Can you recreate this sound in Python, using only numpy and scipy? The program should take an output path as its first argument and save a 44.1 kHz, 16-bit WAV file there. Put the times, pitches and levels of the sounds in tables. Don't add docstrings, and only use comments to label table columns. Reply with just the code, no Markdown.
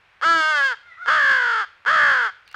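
import sys
import numpy as np
from scipy import signal
from scipy.fft import rfft, irfft, next_fast_len
from scipy.io import wavfile
from scipy.ndimage import uniform_filter1d

SR = 44100
rng = np.random.default_rng(int(sys.argv[2]) if len(sys.argv) > 2 else 0)


def store_pcm(level_fs):
    pcm = np.round(np.clip(level_fs, -1, 1) * 32767).astype(np.int16)
    wavfile.write(sys.argv[1], SR, np.atleast_2d(pcm).T)


N = 112455
TIME = np.arange(N) / SR
CUTOFF_HZ = 15800
EDGE_S = 0.0034


def from_db(db):
    return 10 ** (np.asarray(db) / 20)


def rms_one(x):
    return x / np.sqrt(np.mean(x ** 2) + 1e-20)


def in_time(rows):
    time_s, *columns = np.transpose(rows)
    return [np.interp(TIME, time_s, column) for column in columns]


def gate(rows):
    inside_s = np.minimum(TIME - rows[0][0], rows[-1][0] - TIME)
    return np.clip(inside_s / EDGE_S + .5, 0, 1)


def drift(hz):
    r = np.exp(-2 * np.pi * hz / SR)
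    wander = signal.lfilter([1], [1, -2 * r, r * r], rng.standard_normal(2 * N))
    return rms_one(wander[N:])


def oscillate(hz):
    return np.sin(2 * np.pi * np.cumsum(hz) / SR)


def colour(x, points):
    size = 2 * next_fast_len(N)
    hz, db = np.transpose(points)
    grid_hz = np.maximum(np.arange(size // 2 + 1) * SR / size, 1)
    gain_db = np.interp(np.log(grid_hz), np.log(hz), db)
    cepstrum = irfft(np.log(from_db(gain_db)))
    cepstrum[1:size // 2] *= 2
    cepstrum[size // 2 + 1:] = 0
    return irfft(rfft(x, size) * np.exp(rfft(cepstrum)))[:N]


def highpass(x, order, hz):
    return signal.sosfilt(signal.butter(order, hz, "high", fs=SR, output="sos"), x)


def even(x):
    size = SR // 50
    power = uniform_filter1d(uniform_filter1d(x * x, size), size)
    return x / np.sqrt(np.abs(power) + 1e-12)


def syrinx(pitch, active, jitter, hiss_db, centre_hz, boost_db, width_hz, second=0, limp=0, wander=0, wander_s=1):
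    phase = 2 * np.pi * np.cumsum(pitch * (1 + jitter * drift(150))) / SR
    on = uniform_filter1d(active, SR // 10) > 1e-6
    lead = np.exp(1j * (phase + np.pi * limp / 2))[on]
    lag = np.exp(1j * (phase + np.pi - np.pi * limp / 2))[on]
    pitch_on, centre_on, time_on = pitch[on], centre_hz[on], TIME[on]
    first_pulse, second_pulse, stack = 1, second, 0
    for harmonic in range(1, 64):
        first_pulse = first_pulse * lead
        second_pulse = second_pulse * lag
        hz = harmonic * pitch_on
        gain = 1 + from_db(boost_db) / (1 + 1j * (hz - centre_on) / width_hz)
        knots = rng.standard_normal(2000) + 2j * rng.standard_normal(2000)
        if harmonic > 8:
            gain = gain * np.exp(wander * np.interp(time_on / wander_s, np.arange(len(knots)), knots))
        stack = stack + ((first_pulse + second_pulse) * gain).real * (hz < CUTOFF_HZ)
    pulses = np.zeros(N)
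    pulses[on] = stack
    hiss = highpass(rng.standard_normal(N), 2, 2300)
    puffs = 1 + np.cos(2 * phase if second else phase)
    return pulses + from_db(hiss_db) * hiss * puffs


def voiced(x, level_db, treble_db):
    body = signal.sosfiltfilt(signal.butter(6, 2450, fs=SR, output="sos"), x)
    return from_db(level_db) * (even(body) + from_db(treble_db) * even(x - body))


# freq_hz, gain_db
AIR_SPECTRUM = [(25,-16),(90,-7),(260,-23),(480,-15),(1500,-5.5),(2400,-8),(4500,-23.5),(7100,-35.5),(15500,-50.5)]


def backyard_air():
    return from_db(-57.5) * rms_one(colour(rng.standard_normal(N), AIR_SPECTRUM))


# freq_hz, gain_db
ECHO_SPECTRUM = [(200,-9.5),(1500,-3),(4000,7),(15000,-6.5)]
ECHO_DB, ECHO_T60_S, ECHO_RISE_S = -18, 0.45, 0.013


def trees(x):
    decay = from_db(-60 * TIME / ECHO_T60_S) * np.clip(TIME / ECHO_RISE_S, 0, 1)
    tail = rng.standard_normal(N) * decay
    echo = signal.fftconvolve(x, tail / np.linalg.norm(tail))[:N]
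    return from_db(ECHO_DB) * colour(echo, ECHO_SPECTRUM)


# start_s, level_db (before the bark colours them)
CLAW_STROKES = [(2.477,-53),(2.488,-61),(2.5137,-53),(2.527,-50.5)]
# freq_hz, gain_db
BARK_SPECTRUM = [(300,-22),(2200,23),(4200,12.5),(6000,4),(15000,-7.5)]
CLAW_DECAY_S = 0.0028


def squirrel_claws():
    bursts = np.zeros(N)
    for start_s, level_db in CLAW_STROKES:
        bursts += from_db(level_db) * (TIME >= start_s) * np.exp(-np.abs(TIME - start_s) / CLAW_DECAY_S)
    return colour(bursts * rng.standard_normal(N), BARK_SPECTRUM)


# start_s, length_s, start_hz, end_hz, level_db (peak)
BIRD_CHIRPS = [(2.452,.045,5200,3470,-60),(2.467,0.015,3000,4280,-64),(2.49,0.021,2590,2980,-51)]


def small_bird():
    out = np.zeros(N)
    for start_s, length_s, start_hz, end_hz, level_db in BIRD_CHIRPS:
        progress = np.clip((TIME - start_s) / length_s, 0, 1)
        whistle = oscillate(start_hz + (end_hz - start_hz) * progress)
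        out += from_db(level_db) * np.sin(np.pi * progress) * whistle
    return out


# time_s, pitch_hz, level_db, resonance_hz
BEG_CRIES = [
    [(.76,713,-71,1580),(.88,707,-47,1700),(.93,640,-48,2030),(.97,653,-64,1930)],
    [(.97,671,-48,1530),(1.005,689,-38.5,1400),(1.025,718.6,-32.5,1450),(1.047,696.5,-32,1410),(1.065,705,-36,1450)],
    [(2.3,708,-41.5,1430),(2.36,740,-55,1430),(2.43,730,-70,1400)],
]
# freq_hz, gain_db
YOUNG_THROAT = [(400,-28.5),(700,-14),(1450,-0.5),(2100,-5.5),(2900,-21.5),(3600,-10.5),(4500,-21.5),(5600,-22),(8000,-32),(15000,-63)]
HOARSE_EXTRA, HOARSE_S = 4.4, 0.018


def begging_cry(rows):
    pitch, level_db, centre_hz = in_time(rows)
    hoarse = 1 + HOARSE_EXTRA * np.exp(-np.abs(TIME - rows[0][0]) / HOARSE_S)
    source = syrinx(pitch, gate(rows), jitter=0.019 * hoarse, hiss_db=-11.0,
                    centre_hz=centre_hz, boost_db=21.5, width_hz=140)
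    return gate(rows) * from_db(level_db) * even(colour(source, YOUNG_THROAT))


# freq_hz, gain_db
CROW_THROAT = [(280,-40.5),(450,-14.5),(620,-13),(750,-9.5),(950,-6.5),(1270,-0.5),(1450,1),(1700,3.5),(1900,-8),(2130,-7),(2350,-21),(2750,-18),(3020,-17.5),(3230,-11.5),(3850,-28.5),(4450,-21),(5200,-27),(5650,-34.5),(6700,-33),(7500,-40),(8500,-42),(9600,-58),(10800,-56.5),(15000,-65)]
# start_s, level_db (before the throat)
OPENING_PULSES = [(0.2138,5),(1.0606,8.5),(1.851,2.5)]


def openers():
    pulses = np.zeros(N)
    for start_s, level_db in OPENING_PULSES:
        pulses[int(start_s * SR)] = from_db(level_db)
    return colour(pulses, CROW_THROAT)


SECOND_PULSE = 0.77

# time_s, pitch_hz, limp (second pulse off mid-cycle, in half cycles)
HARSH_PITCHES = [
    [(1.06,216.1,0.038),(1.085,254.8,0.086),(1.11,305.6,0.085),(1.14,314.6,0.077),(1.2,290,0.04),(1.25,278.6,.022),(1.31,272.2,0.048),(1.4,249.1,0.017),(1.5,233.7,0.03),(1.6,219.2,0.04),(1.655,169,0.097)],
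    [(1.859,216.9,0.043),(1.88,267.9,0.065),(1.92,315.1,0.017),(1.945,317.8,0.031),(2.0,296.2,0.06),(2.1,278.9,0.095),(2.2,245.9,0.059),(2.26,223,0.075),(2.305,177,0.082)],
    [(2.543,211,0.075),(2.56,249,0.095)],
]
# time_s, level_db, resonance_hz, treble_db (relative to level)
HARSH_SHAPES = [
    [(1.064,-31,1420,-13.5),(1.073,-26.5,1390,-18),(1.082,-15,1420,-17.5),(1.14,-16.5,1365,-15),(1.21,-16.5,1720,-18.5),(1.32,-15,1596,-17.5),(1.40,-19,1700,-18.5),(1.52,-19.5,1420,-17.5),(1.615,-21,1345,-17),(1.65,-30.5,1450,-19)],
    [(1.86,-22.5,1275,-18.5),(1.88,-15.5,1540,-17.5),(1.94,-16,1450,-16.5),(2.03,-14.5,1710,-19),(2.11,-15.5,1600,-17.5),(2.16,-17.5,1570,-19),(2.265,-20.5,1400,-18),(2.302,-32,1370,-19)],
    [(2.544,-25,1400,-15),(2.56,-47,1400,-22)],
]
FLUTTER_PER_CYCLE, FLUTTER_UNREST = .215, .045
FLUTTER_DEPTH, FLUTTER_DB = 0.057, 1.5
FLUTTER_FULL_DB, FLUTTER_FOLLOWS = -17, 1.17
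CATCH_AT_S, CATCH_S, CATCH_DB = 1.9255, 0.0021, -8.5


def harsh_caw(pitch_rows, shape_rows):
    pitch, limp = in_time(pitch_rows)
    level_db, centre_hz, treble_db = in_time(shape_rows)
    active = gate(shape_rows)
    effort = from_db(FLUTTER_FOLLOWS * np.minimum(level_db - FLUTTER_FULL_DB, 0))
    flutter_hz = FLUTTER_PER_CYCLE * pitch * (1 + FLUTTER_UNREST * drift(40)) * active
    flutter = effort * oscillate(flutter_hz)
    source = syrinx(pitch * (1 + FLUTTER_DEPTH * flutter), active, jitter=.009 * (2 - effort), hiss_db=0,
                    centre_hz=centre_hz, boost_db=4.5, width_hz=163, second=SECOND_PULSE,
                    limp=limp + .015 * drift(140), wander=.28, wander_s=.003)
    throaty = colour(source * from_db(FLUTTER_DB * flutter), CROW_THROAT)
    catch_db = CATCH_DB * np.exp(-((TIME - CATCH_AT_S) / CATCH_S) ** 2)
    return active * voiced(throaty, level_db + catch_db, treble_db)


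# time_s, pitch_hz
CLEAR_PITCH_CURVE = [(.218,224),(.235,284.6),(.25,323.8),(.29,335.4),(.35,329.4),(.387,320.6),(.427,311.1),(.5,312.2),(.569,290.3),(.611,277.9),(.671,268.1),(.71,248.5),(.75,212.1)]
# time_s, level_db, resonance_hz, treble_db (relative to level)
CLEAR_SHAPE_CURVE = [(.219,-30,1200,-13.5),(.234,-18,1370,-16.5),(.265,-16,1320,-14.5),(.31,-14,1303,-17),(.38,-18,1430,-13),(.41,-19,1350,-11.5),(.54,-19,1407,-14),(.575,-19,1656,-11.5),(.62,-17,1605,-19.5),(.665,-17.5,1670,-13.5),(.69,-22.5,1610,-13),(.725,-23.5,1514,-16.5),(.748,-35.5,1460,-29)]
# time_s, limp (second pulse off mid-cycle, in half cycles)
CLEAR_LIMP_CURVE = [(.23,0.12),(.38,.119),(.5,0.13),(.56,0.087),(.6,0.11),(.64,0.032),(.67,0.0058),(.71,0.04)]
# time_s, level_db (peak)
FUNDAMENTAL_CURVE = [(.235,-66),(.26,-37),(.37,-32.5),(.405,-36.5),(.435,-62)]
# freq_hz, gain_db
CLEAR_BRIGHTNESS = [(900,1),(2000,0.5),(3200,0),(10000,2.5)]


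def clear_caw():
    pitch, = in_time(CLEAR_PITCH_CURVE)
    level_db, centre_hz, treble_db = in_time(CLEAR_SHAPE_CURVE)
    limp, = in_time(CLEAR_LIMP_CURVE)
    fundamental_db, = in_time(FUNDAMENTAL_CURVE)
    active = gate(CLEAR_SHAPE_CURVE)
    source = syrinx(pitch, active, jitter=.003, hiss_db=-3, centre_hz=centre_hz, boost_db=6, width_hz=42,
                    second=SECOND_PULSE, limp=limp, wander=.2, wander_s=0.0299)
    fundamental = gate(FUNDAMENTAL_CURVE) * from_db(fundamental_db) * oscillate(pitch)
    overtones = highpass(source, 6, 400)
    throaty = colour(colour(overtones, CROW_THROAT), CLEAR_BRIGHTNESS)
    return active * (voiced(throaty, level_db, treble_db) + fundamental)


def scene():
    harsh = sum(harsh_caw(pitch, shape) for pitch, shape in zip(HARSH_PITCHES, HARSH_SHAPES))
    near = clear_caw() + openers() + harsh
    far = sum(begging_cry(rows) for rows in BEG_CRIES) + small_bird()
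    echo = trees(near + from_db(18) * far)
    return (near + far + echo + squirrel_claws() + backyard_air())[None]


# freq_hz, gain_db
CRACKLE_SPECTRUM = [(100,16),(400,17.5),(6000,-22),(15000,-33)]
OVERLOAD, CRACKLE_DB = 0.22, -19.5
MIC_TOP = .42


def record(dry):
    excess = np.maximum(np.abs(dry[0]) - OVERLOAD, 0)
    crackle = from_db(CRACKLE_DB) * colour(excess * rng.standard_normal(N), CRACKLE_SPECTRUM)
    flattened = dry / (1 + (dry / MIC_TOP) ** 12) ** (1 / 12)
    top_cut = signal.ellip(10, .1, 80, CUTOFF_HZ, fs=SR, output="sos")
    return signal.sosfilt(top_cut, flattened + crackle)


dry = scene()
out = record(dry)
store_pcm(out)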